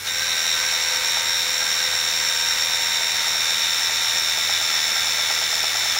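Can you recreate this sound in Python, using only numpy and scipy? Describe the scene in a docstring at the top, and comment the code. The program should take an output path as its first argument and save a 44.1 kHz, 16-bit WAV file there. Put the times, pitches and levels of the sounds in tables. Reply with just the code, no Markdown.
"""A geared motor spins up and whines close to the microphone: a small camera winding its film back.
The whine sums gear-mesh harmonics with side tones; it slows as the spool fills. Noise makes the rattle.
A second, steadier motor already runs beside it: thin tones and pulsing brush hiss.
The spool knocks softly in the plastic body, as struck resonances ringing out.
Behind them lie mains hum and the low noise of a quiet room."""
import sys
import numpy as np
from scipy import signal
from scipy.fft import rfft, irfft, next_fast_len
from scipy.io import wavfile

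SR = 44100
rng = np.random.default_rng(int(sys.argv[2]) if len(sys.argv) > 2 else 0)


def volts_from_db(level):
    """Convert decibel levels to linear amplitude ratios."""
    exponent = np.asarray(level, float) / 20
    return 10 ** exponent


def transcribe(signal):
    """Save signal, clipped to [-1, 1], as a 16-bit WAV file at the path in sys.argv[1]."""
    frames = np.atleast_2d(signal).T
    limited = np.clip(frames, -1, 1)
    pcm = np.round(limited * 32767).astype(np.int16)
    wavfile.write(sys.argv[1], SR, pcm)


N = 264159  # samples

WHEEL_TEETH, PINION_TEETH = 23, 10

# base levels beside and within the geared motor, before trims and wavers:
# time_s, strongest_steady_tone_db, fifth_geared_shaft_harmonic_db, second_steady_tone_db
TONE_LEVELS = [(0.0, -44, -61, -49), (0.1, -39, -55, -40), (0.3, -37, -53, -46), (1.05, -36.5, -38.5, -40),
               (1.5, -38, -46.5, -43), (2.7, -37.5, -39, -46.5), (4.3, -37, -43.5, -49),
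               (4.8, -37, -45, -45), (5.99, -36, -47, -47)]


def rms_one(x):
    """Scales a real or complex signal to rms 1."""
    return x / np.sqrt(np.mean(np.abs(x) ** 2) + 1e-20)


def in_time(rows):
    """Draws each column of a timed table as a line over the whole take."""
    s, *columns = np.transpose(rows)
    t = np.arange(N) / SR
    return [np.interp(t, s, column) for column in columns]


def drift(hz):
    """A slow random waver: white noise twice through a one-pole low-pass, run in; rms 1."""
    r = np.exp(-2 * np.pi * hz / SR)
    noise = rng.standard_normal(N + SR)
    return rms_one(signal.lfilter([1], [1, -2 * r, r * r], noise)[SR:])


def uneven(hz):
    """Complex noise up to hz with a steep edge; rms 1."""
    low_pass = signal.butter(3, hz, fs=SR, output="sos")
    real, imag = signal.sosfilt(low_pass, rng.standard_normal((2, N)))
    return rms_one(real + 1j * imag)


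def coloured(x, spectrum):
    """Shapes a signal by a (Hz, dB) curve, drawn over log frequency; rms 1."""
    hz, db = np.transpose(spectrum)
    size = next_fast_len(N)
    log_hz = np.log(np.arange(size // 2 + 1) * SR / size + 1)
    gain = volts_from_db(np.interp(log_hz, np.log(hz), db, -80, -80))
    return rms_one(irfft(rfft(x, size) * gain, size)[:N])


def resonance(x, hz, width_hz):
    """Two-pole band-pass with gain 1 on top."""
    r = np.exp(-np.pi * width_hz / SR)
    poles = [1, -2 * r * np.cos(2 * np.pi * hz / SR), r * r]
    return signal.lfilter(np.array([1, 0, -1]) * (1 - r * r) / 2, poles, x)


def tone(turns, db):
    """A sine that follows an angle in turns; db is its rms level."""
    return np.sqrt(2) * volts_from_db(db) * np.sin(2 * np.pi * turns)


def throb(turns, db):
    """An off-round wheel bites hard once a turn: a short swell, a longer lull; rms 1."""
    a = 2 * np.pi * turns
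    return rms_one(volts_from_db(db * (np.cos(a) + .45 * np.cos(2 * a) + .25 * np.cos(3 * a))))


def gear_angles():
    """Wheel and spool angles in turns; the film tugs at the speed once and twice a spool turn."""
    # first gear wheel before the tug: time_s, speed_turns_per_s
    wheel_speed = [(0, 76), (0.06, 80.5), (0.15, 81.44), (0.45, 81.221), (1.05, 80.69), (1.35, 80.664),
                   (1.65, 80.745), (2.25, 80.482), (2.85, 80.436), (3.15, 80.286), (3.45, 79.861),
                   (3.75, 79.634), (4.05, 79.698), (4.35, 79.407), (4.65, 78.917), (4.95, 78.61),
                   (5.55, 78.51), (5.99, 78.7)]
    wheel_start, spool_start = .28, -.09  # turns
    spool_ratio = .0559  # spool turns per wheel turn
    tug_share = 0.00371  # speed swing for a tug of 1
    speed, = in_time(wheel_speed)
    spool = spool_start + spool_ratio * np.cumsum(speed) / SR
    tug = np.cos(2 * np.pi * spool) - 0.19 * np.cos(4 * np.pi * spool) + 0.296 * drift(8.7)
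    wheel = wheel_start + np.cumsum(speed * (1 + tug_share * tug)) / SR
    return wheel, spool


def swell_db(multiple, spool):
    """The pull of the film swells a mesh harmonic with the spool's turn, plus a random waver."""
    # swells: mesh_multiple, swells_per_spool_turn, depth_db, lag_swells
    swells = [(2, 1, 0.54, 0.28), (2, 2, 0.56, -0.35), (2, 3, 1, -0.044), (3, 1, 0.9, -0.034),
              (3, 2, 1.7, 0.45), (3, 3, 0.5, -0.16), (4, 1, .9, -0.28), (4, 2, .9, 0.42)]
    locked = 0
    for of, per_turn, depth_db, lag in swells:
        if of == multiple:
            locked = locked + depth_db * np.cos(2 * np.pi * (per_turn * spool - lag))
    return locked + 0.74 * drift(8.1)


def mesh(wheel, levels_db):
    """Pinion on wheel: clean lines with side tones that beat, over a skirt from uneven teeth."""
    # mesh harmonics: multiple, line_db over the given level, skirt_db over the line, skirt_width_hz,
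    # skirt_shift_wheel_orders, skirt_throb_db, beat_lag_turns
    harmonics = [(1, -14, -1, 150, .5, 1.5, .05), (2, -1, -8.5, 260, .6, 1.0, .07),
                 (3, -.5, -8, 250, -1.2, 1.5, -.04), (4, -14, 4, 260, -1.2, 1.8, -.05)]
    # side tones of off-round wheel and pinion, before a random waver:
    # mesh_multiple, wheel_order, pinion_order, level_db against the main line
    side_tones = [(1, -2, 0, -8), (1, -1, 1, -4), (2, -1, 0, -3), (2, -2, 0, -10), (2, 3, 0, -11),
                  (2, 0, 1, -5), (2, -1, 1, -14), (3, -1, 0, -5.5), (3, -2, 0, -8), (3, -3, 0, -12),
                  (3, 2, 0, -15), (3, 0, -1, -7), (3, 0, 1, -13), (3, -1, 1, -13), (3, -3, 1, -14),
                  (4, -1, 0, -10), (4, 0, -1, -10)]
    # what the body lets out of each harmonic: gain_db
    body_gain = [0.081, 0.67, 1, 0.057]
    pinion_start = 0.37  # turns
    beat_smear = 0.038  # turns of phase by squared wheel order: the bite glides and is drawn out
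    turn, out = 2j * np.pi * wheel, 0
    for row, level_db, out_db in zip(harmonics, levels_db, body_gain):
        k, db, skirt_db, width_hz, shift, throb_db, lag = row
        clean = 1
        for of, m, n, side_db in side_tones:
            if of == k:
                order = m + n * WHEEL_TEETH / PINION_TEETH
                phase = n * pinion_start - m * lag + beat_smear * m * m
                clean = clean + volts_from_db(side_db + drift(21)) * np.exp(turn * order + 2j * np.pi * phase)
        clean = rms_one(clean) * np.exp(.3j * drift(20))
        skirt = volts_from_db(skirt_db) * uneven(width_hz) * throb(wheel - lag, throb_db) * np.exp(turn * shift)
        line = ((clean + skirt) * np.exp(turn * k * WHEEL_TEETH)).real
        out = out + np.sqrt(2) * volts_from_db(db + level_db + out_db) * line
    return out


def whine(wheel, spool, second_db, third_db):
    """Mesh harmonics through the body, which cancels one band and rings just above the second."""
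    base_db = [second_db, second_db, third_db, third_db]
    levels_db = [db + swell_db(k, spool) for k, db in enumerate(base_db, 1)]
    out = mesh(wheel, levels_db)
    out = out - resonance(out, 5090, 170)
    return out + volts_from_db(-8) * resonance(out, 3986, 68)


def gear_tones(wheel, running_db):
    """Shaft harmonics and the slower second gear stage, each wavering."""
    # motor shaft tones before running level and waver: shaft_multiple, level_db
    shaft_tones = [(2, -63.5), (11, -43), (13, -39), (14, -50), (16, -68)]
    # second gear stage before trims and wavers: time_s, lowest_tone_db, third_harmonic_db
    stage_levels = [(0.04, -57, -52), (0.08, -50, -44), (0.25, -46.5, -40), (1.4, -47, -43),
                    (1.7, -46, -42.5), (2.6, -47, -44.5), (3.4, -51.5, -46), (4.4, -55, -58),
                    (5.5, -52, -50), (5.99, -66, -57)]
    # its even harmonics before waver: multiple, level_db over the lowest tone's table level
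    stage_evens = [(2, -5.5), (4, 2.5)]
    stage_ratio = 6.345  # tooth contacts per wheel turn
    shaft = wheel * WHEEL_TEETH / PINION_TEETH
    out = 0
    for k, db in shaft_tones:
        out = out + tone(k * shaft + 0.13 * drift(22), db + running_db + 1.65 * drift(29))
    _, fifth_db, _ = in_time(TONE_LEVELS)
    out = out + tone(5 * shaft, fifth_db - 1.5 + 1.7 * drift(4.9))
    first_db, third_db = in_time(stage_levels)
    stage = stage_ratio * wheel + 0.01 * drift(25)
    out = out + tone(stage, first_db - 0.5 + 1.9 * drift(9.2))
    out = out + tone(3 * stage, third_db + 3.0 + 2.0 * drift(20))
    for k, db in stage_evens:
        out = out + tone(k * stage, db + first_db + 2 * drift(6.5))
    return out


def rattle(wheel, level_db):
    """Dense small tooth impacts of uneven size ring the body, swelling with the wheel's turn."""
    # rattle through the body: pitch_hz, relative_level_db per Hz
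    rattle_colour = [(200, -50), (500, -12), (900, -6.5), (1300, -4), (2000, -0.5), (2600, -4.5),
                     (3250, -5), (4200, -3), (4700, -5), (5050, -7), (5900, 0.5), (6450, -8.5), (7100, -6),
                     (7800, -19), (9500, -15.5)]
    # where the body's panels partly cancel the rattle: pitch_hz, width_hz
    panel_dips = [(957, 40), (1085, 90), (1235, 14), (1465, 30), (1740, 80), (2120, 29), (2290, 38),
                  (2480, 26), (3330, 23), (4780, 270)]
    size_db = 0.36 * drift(600) + 0.24 * drift(8.8) + 0.49 * drift(40)
    hits = rng.standard_normal(N) * volts_from_db(size_db) * throb(wheel, 1.5)
    for hz, width_hz in panel_dips:
        hits = hits - 0.47 * resonance(hits, hz, width_hz)
    return volts_from_db(level_db + 1.0) * coloured(hits, rattle_colour)


def knocks():
    """A soft blow and its quick rebound ring the body's low modes, each with a strength of its own."""
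    # spool knocks before the final gain: time_s, blow_db
    blow_list = [(0.723, -27), (1.169, -22.5), (1.623, -24.5), (1.931, -25), (2.741, -25), (3.006, -23.5),
                 (3.265, -25), (3.348, -24), (3.894, -24), (4.377, -23.5), (4.495, -19.5), (4.613, -23.5),
                 (4.962, -21.5), (5.077, -24), (5.191, -21.5), (5.304, -18.5), (5.417, -21), (5.528, -21),
                 (5.638, -19.5), (5.749, -20), (5.857, -23.5), (5.965, -21)]
    # body modes: pitch_hz, level_db against the blow, t60_s
    body_modes = [(543, -27, 0.006), (660, -15, 0.083), (757, -8.5, 0.02), (860, -3, 0.023),
                  (990, -18, 0.008), (1320, -7.5, 0.021)]
    s, blow_db = np.transpose(blow_list)
    chance_db = rng.normal(0, 1.5, (len(s), len(body_modes)))
    out = 0
    for k, (hz, db, t60) in enumerate(body_modes):
        blows = np.full(N, 1e-18)
        blows[(s * SR).astype(int)] = volts_from_db(blow_db + db + chance_db[:, k])
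        blows = blows + 0.21 * np.roll(blows, round(0.00283 * SR))  # rebound after 2.83 ms
        r, w = volts_from_db(-60 / (t60 * SR)), 2 * np.pi * hz / SR
        ring = signal.lfilter([0, np.sin(w)], [1, -2 * r * np.cos(w), r * r], blows)
        out = out + (-1) ** k * ring
    # the small body radiates no bass
    return 1.7 * signal.sosfilt(signal.butter(3, 450, "high", fs=SR, output="sos"), out)


def steady_motor(running_db):
    """A few thin tones, and brush hiss that pulses with the shaft and rings the motor can."""
    # strongest tone: time_s, pitch_hz
    steady_pitch = [(0.0, 2238), (0.05, 2208), (0.1, 2226), (5.6, 2202), (5.99, 2202)]
    # tones: ratio to the strongest, level_db over its base level, waver_db
    thin_tones = [(1.0, -.5, 1.0), (.1661, -29, 3), (.6208, -9, 3), (1.1712, -12, 3), (1.7925, -5, 2),
                  (2.18, -16, 2), (1.207, -14, 2)]
    # motor can resonances before a 1 dB lift: pitch_hz, width_hz, level_db
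    can_rings = [(8250, 200, -1), (9020, 30, 0), (10100, 140, -3), (10600, 210, -5), (11500, 120, -5),
                 (12800, 49, -6), (14100, 160, -3)]
    # brush hiss: pitch_hz, relative_level_db per Hz
    brush_colour = [(4600, -21), (7800, -3.5), (9000, -4.5), (9600, -4), (12900, -4), (13500, -9),
                    (14000, -4), (15200, 0), (15800, 2.5)]
    second_ratio, shaft_ratio = .7262, .1039  # tone cycles, shaft turns per cycle of the strongest tone
    hz, = in_time(steady_pitch)
    strongest_db, _, second_db = in_time(TONE_LEVELS)
    turns = np.cumsum(hz) / SR
    shaft = shaft_ratio * turns
    out = 0
    for ratio, rel_db, waver_db in thin_tones:
        level_db = strongest_db + rel_db + waver_db * drift(2.5)
        out = out + tone(ratio * turns + 0.085 * drift(5.9), level_db)
    second_turns = second_ratio * turns + 0.16 * drift(17)
    out = out + tone(second_turns, second_db - 0.5 + 4.8 * drift(7.1))
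    pulse = throb(shaft, 1.5) * throb(shaft / 6, 0.27)
    sparks = rng.standard_normal(N) * pulse * volts_from_db(0.66 * drift(300))
    hiss = sparks
    for ring_hz, width_hz, ring_db in can_rings:
        hiss = hiss + volts_from_db(ring_db + 1.0) * resonance(sparks, ring_hz, width_hz)
    # part of the hiss level follows the gear rattle's level
    return out + volts_from_db(-36.5 + 0.39 * running_db) * coloured(hiss, brush_colour)


def room():
    """Low rumble from shaped noise, and mains hum from two wavering tones."""
    # mains hum: pitch_hz, level_db, waver_db
    hum_tones = [(99.2, -53.5, 1.5), (198.3, -58.5, 2)]
    # room rumble: pitch_hz, relative_level_db per Hz
    room_colour = [(20, -14), (35, -6), (55, -1.5), (130, -6), (300, -4.5), (500, -4.5)]
    t = np.arange(N) / SR
    hum = sum(tone(hz * t, db + waver_db * drift(6.7)) for hz, db, waver_db in hum_tones)
    return hum + volts_from_db(-51.5) * coloured(rng.standard_normal(N), room_colour)


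def scene():
    """The rewinding gears up close, their knocking spool, the steady motor and the room; one channel."""
    # base levels of the geared motor: time_s, second_mesh_harmonic_db, third_mesh_harmonic_db, rattle_db
    whine_levels = [(0.0, -37, -44, -36.5), (0.035, -44, -33, -37), (0.055, -47, -45, -30),
                    (0.075, -31, -41, -26.5), (0.1, -29.5, -27.5, -30.5), (0.25, -29, -31.5, -28),
                    (0.52, -26.5, -28, -27), (0.62, -29, -28, -27), (2.6, -28.5, -27.5, -27),
                    (3.6, -26.5, -28.5, -26.5), (4.7, -27.5, -27.5, -26.5), (5.99, -29.5, -28, -26)]
    second_db, third_db, rattle_db = in_time(whine_levels)
    running_db = rattle_db - np.median(rattle_db)
    wheel, spool = gear_angles()
    gears = whine(wheel, spool, second_db, third_db)
    gears = gears + gear_tones(wheel, running_db) + rattle(wheel, rattle_db)
    return (gears + knocks() + steady_motor(running_db) + room())[None]


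def top_cut(x):
    """Nothing passes above the cut-off."""
    return signal.sosfilt(signal.butter(12, 15910, fs=SR, output="sos"), x)


def record(dry):
    """A steep elliptic low-pass cuts the top above 15765 Hz."""
    low_pass = signal.ellip(12, .5, 50, 15765, fs=SR, output="sos")
    mix = signal.sosfilt(low_pass, dry)
    return top_cut(mix)


dry = scene()
out = record(dry)
transcribe(out)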